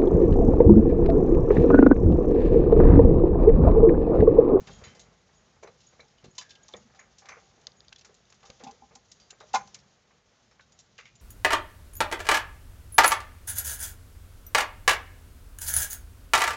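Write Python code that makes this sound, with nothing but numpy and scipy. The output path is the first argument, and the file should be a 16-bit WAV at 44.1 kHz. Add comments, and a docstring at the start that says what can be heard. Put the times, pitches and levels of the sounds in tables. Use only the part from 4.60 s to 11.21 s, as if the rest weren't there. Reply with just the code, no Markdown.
"""A quiet room with a wire cage: small rodents move about close to a handheld camera.
Claws tick and paws drum as noise bursts coloured by bars and tray; a hollow dish and teeth snaps ring as
decaying modes; chain links, bars, tray floor and a thin squeak sound as wavering tones.
Bedding rustles as lumpy noise; under it lie microphone hiss and the rumble and bumps of the holding hand."""
import sys
import numpy as np
from scipy import signal
from scipy.fft import rfft, irfft
from scipy.io import wavfile
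from scipy.ndimage import uniform_filter1d

SR = 44100
rng = np.random.default_rng(int(sys.argv[2]) if len(sys.argv) > 2 else 0)


def undo_db(level):
    """Turn decibels back into plain size, where 20 dB means ten times bigger."""
    steps = np.asarray(level, float) / 20
    return 10 ** steps


def transcribe(signal):
    """Save signal, clipped to [-1, 1], as a 16-bit WAV file at the path in sys.argv[1]."""
    frames = np.atleast_2d(signal).T
    limited = np.clip(frames, -1, 1)
    pcm = np.round(limited * 32767).astype(np.int16)
    wavfile.write(sys.argv[1], SR, pcm)


N = 291487  # length [samples]


def evened(x):
    """Scales to rms 1."""
    return x / np.sqrt(np.mean(x ** 2) + 1e-20)


def add(mix, start_s, sound):
    """Mixes a sound in at its start time, cut off at the end of the mix."""
    part = mix[round(start_s * SR):][:len(sound)]
    part += sound[:len(part)]


def coloured(points):
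    """Steady noise with the spectrum of a table, rms 1."""
    f, db = np.transpose(points)
    hz = np.fft.rfftfreq(N, 1 / SR) + 1
    colour = undo_db(np.interp(np.log(hz), np.log(f), db))
    return evened(irfft(rfft(rng.standard_normal(N)) * colour, N))


def curve(rows, column):
    """One column of a table, drawn as a line over time."""
    table = np.transpose(rows)
    return np.interp(np.arange(N) / SR, table[0], table[column])


def lumps(ms, depth_db):
    """A random level that changes every few milliseconds, rms 1."""
    width = round(ms * SR / 1000)
    drift = uniform_filter1d(uniform_filter1d(rng.standard_normal(N), width), width)
    return evened(undo_db(depth_db * evened(drift)))


def note(db, hz, t60):
    """A single dying tone that wavers as the part swings."""
    t = np.arange(SR // 2) / SR
    waver = 1 + 0.69 * evened(uniform_filter1d(rng.standard_normal(len(t)), 160))
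    attack = np.minimum(t / 0.0011, 1)
    return undo_db(db - 60 * t / t60) * waver * np.sin(2 * np.pi * hz * t) * attack


def room(x):
    """A short furnished-room tail of unit energy; its low part dies before its bright part."""
    t = np.arange(SR // 3) / SR
    noise = rng.standard_normal((2, len(t)))
    low = signal.lfilter([.2], [1, -.8], noise[0]) * undo_db(-60 * t / 0.11)
    bright = .5 * noise[1] * undo_db(-60 * t / .25)
    tail = (low + bright) * (t > .004)  # a short gap before the tail
    return signal.fftconvolve(x, tail / np.linalg.norm(tail))[:N]


# spectrum of the microphone hiss: (frequency [Hz], relative level [dB])
HISS_COLOUR = [(30, 6), (250, 0), (400, -2.5), (1000, -7.5), (2000, -7), (4000, -11), (7000, -23.5),
               (9500, -14.5)]


def hiss():
    """Steady microphone noise, heavier in the bass than in the treble."""
    return undo_db(-70) * coloured(HISS_COLOUR)


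# how strongly the hand rumbles: (time [s], level [dB])
HAND_LEVEL = [(0.0, -54), (0.16, -55.5), (0.55, -69), (0.73, -70), (3.24, -70.5), (3.74, -70), (3.98, -68),
              (4.75, -73), (5.03, -63.5), (5.39, -74), (5.8, -74), (6.08, -72), (6.22, -71), (6.61, -69.5)]
# spectrum of the rumble: (frequency [Hz], relative level [dB])
RUMBLE_COLOUR = [(25, -29.5), (48, 1.5), (70, -2), (130, 3), (240, -2.5), (400, -30.5)]
# dull bumps against the camera body: (time [s], level [dB], frequency [Hz], length [cycles])
BUMPS = [(0.017, -37, 173, 1.9), (0.095, -44, 144, 2.9), (0.132, -42, 91, 1), (0.222, -45, 79, 1.7),
         (0.271, -42, 114, 1.3), (0.485, -49, 145, 1.3), (1.636, -50.5, 130, 2.4), (1.663, -42, 206, 1.4),
         (1.683, -42, 152, 1), (2.252, -52, 227, 5.9), (3.899, -39, 88.5, 0.35), (4.059, -52, 158.3, 6.4),
         (4.227, -64, 61, 4.9), (4.815, -63.5, 126, 6.9), (6.536, -59.5, 122.7, 7.1)]


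def hand():
    """Grip and fingers shake the camera body; each bump is a short low sine under a soft swell."""
    out = undo_db(curve(HAND_LEVEL, column=1)) * coloured(RUMBLE_COLOUR) * lumps(6, depth_db=2.5)
    for s, db, hz, cycles in BUMPS:
        turns = np.arange(0, cycles, hz / SR)
        swell = np.sin(np.pi * np.sqrt(turns / cycles)) ** 2
        add(out, s, undo_db(db) * np.sin(2 * np.pi * turns) * swell)
    return out


# bedding and fur rubbing: (time [s], dull level [dB], bright level [dB])
STIR = [(0.0, -60.5, -64), (.25, -59, -67.5), (.42, -62, -71), (.55, -66, -72.5), (1.07, -68, -72.5),
        (1.25, -68, -68), (1.66, -68.5, -73.5), (2.01, -64.5, -72.5), (2.15, -68, -63), (2.3, -67, -71.5),
        (2.72, -67.5, -68), (3.33, -67, -73), (3.75, -69.5, -70.5), (3.93, -66, -65.5), (4.29, -70, -70.5),
        (4.75, -67, -71), (4.95, -64, -64.5), (5.45, -69.5, -74), (6.61, -69, -72)]
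# spectrum of the dull part: (frequency [Hz], relative level [dB])
DULL_COLOUR = [(250, 1), (450, 0), (900, -3.5), (2000, -9), (3500, -21)]
# spectrum of the bright part: (frequency [Hz], relative level [dB])
BRIGHT_COLOUR = [(1500, -37), (3000, -5), (4500, -5.5), (6800, -2.5), (7600, -17), (9000, -30)]


def rustle():
    """Bedding and fur rub as a dull and a bright noise, each swelling in its own small clumps."""
    dull = undo_db(curve(STIR, column=1)) * coloured(DULL_COLOUR) * lumps(29, depth_db=1)
    bright = undo_db(curve(STIR, column=2)) * coloured(BRIGHT_COLOUR) * lumps(15, depth_db=1.5)
    return dull + bright


# one thin squeak: (time [s], length [s], starting level [dB], frequency [Hz], level change by its end [dB])
SQUEAK = (1.835, .25, -65, 1620, -8)


def squeak():
    """A thin sine that throbs unevenly and fades."""
    out = np.zeros(N)
    s, length, db, hz, fade_db = SQUEAK
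    t = np.arange(0, length, 1 / SR)
    throb = 1 + .45 * evened(uniform_filter1d(rng.standard_normal(len(t)), 300))
    edges = np.minimum(np.minimum(t, length - t) / .02, 1)
    add(out, s, undo_db(db + fade_db * t / length) * edges * throb * np.sin(2 * np.pi * hz * t))
    return out


# the tray floor booming after a jolt: (time [s], level [dB], t60 [s])
BOOMS = [(2.15, -53.5, 0.4), (4.969, -55.5, 1)]


def tray_booms():
    """The tray floor hums on one low wavering tone as its jolt dies away."""
    out = np.zeros(N)
    for s, db, t60 in BOOMS:
        add(out, s, note(db, 202, t60))
    return out


# chain links pinging: (time [s], level [dB], t60 [s])
LINKS = [(.129, -56, 0.28), (.245, -51, 0.18), (.397, -60, 0.23), (.755, -68, 0.56), (1.266, -58, .23),
         (1.706, -64.5, 0.21), (2.032, -55, .07), (2.163, -52.5, 0.13), (2.391, -54, 0.17),
         (2.84, -61, 0.11), (3.165, -65, .44), (3.86, -63, 0.24), (4.5, -63, 0.27)]


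def chain_links():
    """Each link pings on the same high wavering tone."""
    out = np.zeros(N)
    for s, db, t60 in LINKS:
        add(out, s, note(db, 6730, t60))
    return out


# resonances of the cage bars, heard in claws too: (frequency [Hz], width [Hz], relative level [dB])
BAR_MODES = [(2690, 110, -2), (3040, 13.9, 1), (3560, 18, 3), (3995, 110, -2), (4290, 87, -19.5),
             (4780, 12, 2.5), (4840, 51, -17), (5520, 97, -2.5), (5920, 34, -2.5), (6380, 86, -0.5),
             (6900, 27, 3), (6750, 54, -12.5)]
# blows that set all bars ringing: (time [s], level before the mode levels [dB])
BLOWS = [(0.238, -58.5), (1.783, -46.5), (4.945, -58)]


def struck_bars():
    """A blow rings every bar resonance at once, all dying at the same rate."""
    out = np.zeros(N)
    for s, db in BLOWS:
        add(out, s, sum(note(db + d, f, t60=.13) for f, width, d in BAR_MODES))
    return out


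# dry snaps of teeth on something hard: (time [s], level before the mode levels [dB])
SNAPS = [(3.0691, -14.5), (3.119, -38.5), (3.205, -32.5), (3.2827, -32.5), (3.2917, -38), (3.3484, -51),
         (3.3935, -35), (3.654, -43), (3.724, -46), (3.902, -51), (4.037, -38), (4.0746, -43.5)]
# what rings in a snap: (frequency [Hz], mean relative level [dB], t60 [s])
SNAP_MODES = [(1700, -19.5, 0.005), (3660, -8.5, 0.0067), (4370, -15, 0.0099), (4750, -5, 0.0053),
              (6300, -13, 0.0055)]


def snaps():
    """A few modes that die within milliseconds, all started at once, balanced afresh each time."""
    t, out = np.arange(2000) / SR, np.zeros(N)
    for s, db in SNAPS:
        ring = np.zeros(len(t))
        for f, d, t60 in SNAP_MODES:
            ring += undo_db(d + 2 * rng.standard_normal() - 60 * t / t60) * np.sin(2 * np.pi * f * t)
        add(out, s, undo_db(db) * ring * np.minimum(t / 0.0009, 1))
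    return out


# nudges and knocks on the dish: (time [s], level before the mode levels [dB], contact time [s],
# hardness as treble tilt [dB per octave], factor on the ring times)
KNOCKS = [(3.839, -59, 0.0031, -11.5, 1.1), (4.033, -45.5, 0.007, -26, 1.1),
          (4.048, -44.5, 0.0072, -23, .5), (4.064, -38.5, 0.0074, -20, 1.8), (4.078, -36, 0.017, -17, 0.82),
          (4.121, -62.5, 0.0085, -24.5, 0.3), (4.22, -49, 0.0053, -18.5, 1.14),
          (4.355, -48.5, 0.0079, -19.5, 0.67), (4.938, -11.5, 0.012, -7.5, 0.81),
          (4.954, -13, 0.0082, 2, 0.45), (4.997, -42, .0057, -0.5, 1.24), (5.076, -54.5, 0.0055, 1, .67)]
# modes of the hollow dish: (frequency [Hz], level before the tilt [dB], t60 before the factor [s])
DISH_MODES = [(794.5, 3.5, 0.11), (839, 1, 0.11), (1024, -5, 0.19), (1104, -10.5, 0.076),
              (1174, -13.5, 0.14), (1448, -12.5, 0.15), (1880, -27, 0.058), (2120, -14.5, 0.12),
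              (2440, -15, 0.089), (1608, -25.5, 0.11), (247, -37.5, 0.17)]


def dish():
    """A push of finite length rings the dish; hardness lifts its upper modes; the next touch damps it."""
    t, out = np.arange(SR // 2) / SR, np.zeros(N)
    touched_t60 = .04  # extra damping once touched again [s]
    nexts = [row[0] for row in KNOCKS[1:]] + [N / SR]
    for (s, db, contact, tilt_db, free), after in zip(KNOCKS, nexts):
        ring = np.zeros(len(t))
        for f, d, t60 in DISH_MODES:
            mode_db = d + tilt_db * np.log2(f / DISH_MODES[0][0])
            ring += undo_db(mode_db - 60 * t / (free * t60)) * np.sin(2 * np.pi * f * t)
        damped = undo_db(-60 * np.maximum(t - (after - s), 0) / touched_t60)
        push = np.sin(np.pi / 2 * np.minimum(t / contact, 1)) ** 2
        add(out, s, undo_db(db) * ring * damped * push)
    return out


def contacts(rows, modes, octaves, rise, ring_db, skirt_db, low_hz, high_hz):
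    """Each contact is a dying burst of noise; the modes of the touched thing stand out, unevenly each time."""
    size = 16384
    t, hz, out = np.arange(size) / SR, np.fft.rfftfreq(size, 1 / SR) + 1, np.zeros(N)
    shapes = np.array([undo_db(db) / np.hypot(1, 2 * (hz - f) / width) for f, width, db in modes])
    band = 1 / (1 + (low_hz / hz) ** 4) / (1 + (hz / high_hz) ** 8)  # what the touched thing can radiate
    for s, db, centre, t60, note_db in rows:
        hump = (np.exp(-.5 * (np.log2(hz / centre) / octaves) ** 2) + undo_db(skirt_db)) * band
        strike = undo_db(ring_db + 4 * rng.standard_normal(len(modes)))
        noise = evened(irfft(rfft(rng.standard_normal(size)) * hump * (1 + strike @ shapes)))
        # the contact scrapes unevenly from one millisecond to the next
        scrape = evened(uniform_filter1d(rng.standard_normal(size), 90))
        noise = noise * evened(undo_db(2 * scrape))
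        shape = (1 - np.exp(-t / rise)) * undo_db(-60 * t / t60)
        add(out, s - 2 * rise, .5 * undo_db(db) * noise * shape / shape.max())
        add(out, s, note(db + note_db, centre, 2.0 * t60))  # the note outlasts the burst
    return out


def faint(db, hz, t60, count):
    """Light touches at random moments, more of them while the bedding stirs."""
    u = rng.random((count, 3))
    busy = np.cumsum(undo_db(curve(STIR, column=2)))
    times = np.interp(u[:, 0], busy / busy[-1], np.arange(N) / SR)
    rows = []
    for s, (_, b, c) in zip(times, u):
        rows.append((max(s, .01), db + 8 * (b - .5), hz * 2 ** (0.42 * (c - .5)), t60, -20))
    return rows


# paws and bodies on the tray: (time [s], nominal level [dB], centre [Hz], t60 of the burst [s],
# note at the centre relative to that level [dB])
PAWS = [(.074, -44.5, 804, 0.18, -12), (.099, -47.5, 407, 0.086, -3), (.216, -48.5, 480, 0.47, -28),
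        (.239, -49, 2050, 0.44, -13), (.352, -55.5, 480, 0.21, -4), (.968, -57.5, 483, 0.1, -14),
        (1.03, -38.5, 420, 0.22, -22), (1.074, -44, 498, 0.12, -11.5), (1.328, -57, 750, 0.2, -9),
        (1.396, -51, 439, 0.2, -8.5), (1.398, -48.5, 2287, 0.056, -4.5), (1.432, -58.5, 822, 0.085, 0),
        (1.644, -46.5, 371, 0.13, -7), (1.783, -47.5, 999, 0.067, 4), (1.814, -49, 1700, 0.19, -9),
        (2.089, -58, 852, 0.14, -1), (2.14, -37, 471, 0.073, -6.5), (2.141, -53, 1875, 0.064, 0.5),
        (2.174, -48.5, 485, 0.13, -14), (2.303, -59.5, 786, 0.18, -26), (2.339, -57.5, 775, 0.51, -9.5),
        (2.392, -47.5, 1780, 0.22, -23), (2.622, -55, 785, 0.67, -7.5), (2.656, -50, 1570, 0.2, -26),
        (2.689, -38, 1530, 0.18, -34), (2.72, -41.5, 1300, .2, -34), (2.769, -48.5, 549, 0.18, -19),
        (2.913, -57.5, 400, .1, -16), (2.98, -59, 418, 0.21, -10), (3.074, -49.5, 755, 0.096, -36),
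        (3.326, -47.5, 1540, 0.028, -9), (3.449, -52, 1300, 0.12, -25), (3.494, -53, 420, 0.15, -10),
        (3.702, -57, 1170, 0.043, -22), (3.723, -55.5, 880, 0.16, -25), (3.83, -51.5, 793, 0.3, -16.5),
        (3.901, -46.5, 500, 0.077, -10.5), (4.004, -46.5, 438, 0.63, -19.5), (4.311, -53.5, 463, .25, -13),
        (4.355, -53.5, 821, 0.087, -23), (4.702, -57, 1590, .21, -11), (4.729, -54.5, 433, 0.093, -32),
        (4.808, -41.5, 614, 0.14, -15), (4.829, -59, 689, 0.09, -10.5), (4.941, -29, 1020, .2, -31),
        (5.151, -53.5, 2140, .15, -22), (5.508, -59.5, 1180, .15, -11.5), (5.914, -60, 1200, 0.12, -19),
        (5.997, -47.5, 1507, 0.057, -7.5), (6.388, -43.5, 2110, 0.18, -15.5),
        (6.456, -50.5, 2440, 0.18, -15.5)]
# resonances of the plastic tray: (frequency [Hz], width [Hz], relative level [dB])
TRAY_MODES = [(478, 82, 10.5), (1000, 34, -27), (1200, 32, 3), (1720, 32, -4), (2010, 54, -25.5),
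              (2250, 290, 5)]
# random light paws: (mean nominal level [dB], middle of the centre range [Hz], t60 of the burst [s])
FAINT_PAWS = (-60, 1000, .12)


def paws():
    """Soft paws and bodies drum the tray: low, broad bursts coloured by the plastic."""
    return contacts(PAWS + faint(*FAINT_PAWS, count=8), TRAY_MODES, octaves=0.98, rise=0.001468,
                    ring_db=-2.5, skirt_db=-11, low_hz=300, high_hz=2660)


# claws and teeth on wire: (time [s], nominal level [dB], centre [Hz], t60 of the burst [s],
# note at the centre relative to that level [dB])
CLAWS = [(.0719, -45.5, 3660, 0.18, -17), (.1088, -54.5, 3220, 0.39, -7.5), (.2391, -49.5, 4000, 0.1, -5.5),
         (.272, -55, 3090, 0.24, -5), (.3513, -52, 5640, 0.13, -27), (.396, -44.5, 6420, 0.13, -20),
         (1.0311, -50, 6050, 0.09, -6), (1.0744, -56, 4020, 0.075, -8), (1.205, -55.5, 5200, 0.21, -16),
         (1.404, -54, 4000, 0.038, 2), (1.406, -58, 5650, 0.042, -1), (1.484, -59, 5000, .05, -16),
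         (1.5818, -56.5, 2980, 0.065, -9), (1.643, -49, 4230, 0.12, -17), (1.7525, -53, 6400, 0.15, -15),
         (1.7824, -29.5, 6380, 0.058, -31), (1.812, -40, 5520, 0.1, -25), (1.8937, -49.5, 4770, 0.15, -38),
         (1.9058, -46, 3580, 0.12, -19), (1.954, -47, 3040, 0.057, -16), (2.064, -64, 3900, .08, -14),
         (2.083, -45, 5720, 0.071, -14), (2.126, -55, 4030, 0.053, -9), (2.138, -45, 3520, 0.014, 8),
         (2.167, -49, 6700, 0.045, -20), (2.3491, -57, 4870, 0.2, -18), (2.396, -51, 6600, 0.066, -20),
         (2.585, -44, 6600, 0.11, -20), (2.6579, -51.5, 3950, 0.06, -16),
         (2.6888, -44.5, 6100, 0.13, -10.5), (2.7994, -57, 7030, .052, -18),
         (3.013, -51.5, 6610, 0.034, -24), (3.0715, -43, 4750, 0.027, -32),
         (3.2485, -58.5, 2500, .034, -11), (3.328, -37, 3180, 0.022, -20), (3.3618, -42.5, 3400, 0.019, -5),
         (3.383, -51, 4220, 0.13, -18), (3.4123, -49.5, 3850, 0.06, -19), (3.4487, -46.5, 6200, 0.11, -22),
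         (3.5443, -53.5, 6500, 0.067, -25), (3.703, -49.5, 6960, 0.033, -15),
         (3.7258, -46, 3860, 0.021, -20), (3.7448, -53, 6930, 0.068, -20.5),
         (3.8073, -58.5, 2700, .043, -20), (3.8312, -49.5, 2890, 0.039, -27),
         (3.8536, -50, 5050, .2, -24.5), (3.9025, -38.5, 2980, 0.021, -30), (3.997, -52, 3220, 0.085, -12),
         (4.0383, -40, 5140, 0.075, -30.5), (4.0726, -45, 2580, 0.078, -18),
         (4.1123, -46.5, 5760, 0.05, -32), (4.354, -42, 6950, 0.063, -32),
         (4.5174, -43, 6750, 0.077, -40.5), (4.6, -53.5, 4720, 0.22, -11),
         (4.7064, -37.5, 7100, 0.045, -12), (4.804, -48, 3840, 0.092, -15), (4.934, -35.5, 5400, .09, -29),
         (4.9434, -26.5, 6350, 0.12, -17), (4.9517, -23, 3500, 0.06, -24.5),
         (5.075, -46.5, 5920, 0.044, -5.5), (5.145, -36.5, 6200, 0.062, -20),
         (5.1896, -53, 5260, 0.091, -20), (5.912, -61, 5370, .08, -6), (6.0092, -55, 3760, .08, -11),
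         (6.122, -52, 6900, 0.051, -7), (6.1903, -45.5, 7360, 0.063, -13.5),
         (6.202, -49.5, 5710, 0.061, -11), (6.3814, -43.5, 2800, 0.15, -14),
         (6.4552, -51.5, 2800, 0.17, -15), (6.5557, -53, 7060, 0.069, -9),
         (6.5994, -54.5, 5840, 0.079, -15)]
# random light claws: (mean nominal level [dB], middle of the centre range [Hz], t60 of the burst [s])
FAINT_CLAWS = (-72, 4500, .07)


def claws():
    """Hard claws and teeth tick on the bars: bright, quick bursts coloured by the wire."""
    return contacts(CLAWS + faint(*FAINT_CLAWS, count=16), BAR_MODES, octaves=0.64, rise=.0009,
                    ring_db=5.0, skirt_db=-6.5, low_hz=1300, high_hz=12400)


def scene():
    """Cage sounds with their room, over rustle, hand and hiss."""
    ringing = squeak() + tray_booms() + chain_links() + struck_bars()
    cage = ringing + snaps() + dish() + paws() + claws()
    background = hiss() + hand() + rustle()
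    return (background + cage + undo_db(-23.5) * room(cage))[None]


def top_cut(x):
    """Nothing passes above the cut-off."""
    return signal.sosfilt(signal.butter(12, 8960, fs=SR, output="sos"), x)


# dips of the microphone housing: (frequency [Hz], width [Hz])
HOUSING_DIPS = [(300, 100), (975, 48)]


def record(dry):
    """The microphone cuts the bass, dips at its housing and shelves steeply; the converter adds faint noise."""
    hz = np.fft.rfftfreq(N, 1 / SR) + 1
    shelf = 1 / np.sqrt(1 + (hz / 7450) ** 70) + undo_db(-23.5)
    bass_cut = 1 / np.sqrt(1 + (42 / hz) ** 12)
    response = shelf * bass_cut
    for f, width in HOUSING_DIPS:
        response = response * (1 - 0.57 / (1 + 2j * (hz - f) / width))
    converter_noise = undo_db(-91) * rng.standard_normal(dry.shape)
    mix = irfft(rfft(dry) * response, N) + converter_noise
    return top_cut(mix)


dry = scene()
out = record(dry)
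transcribe(out)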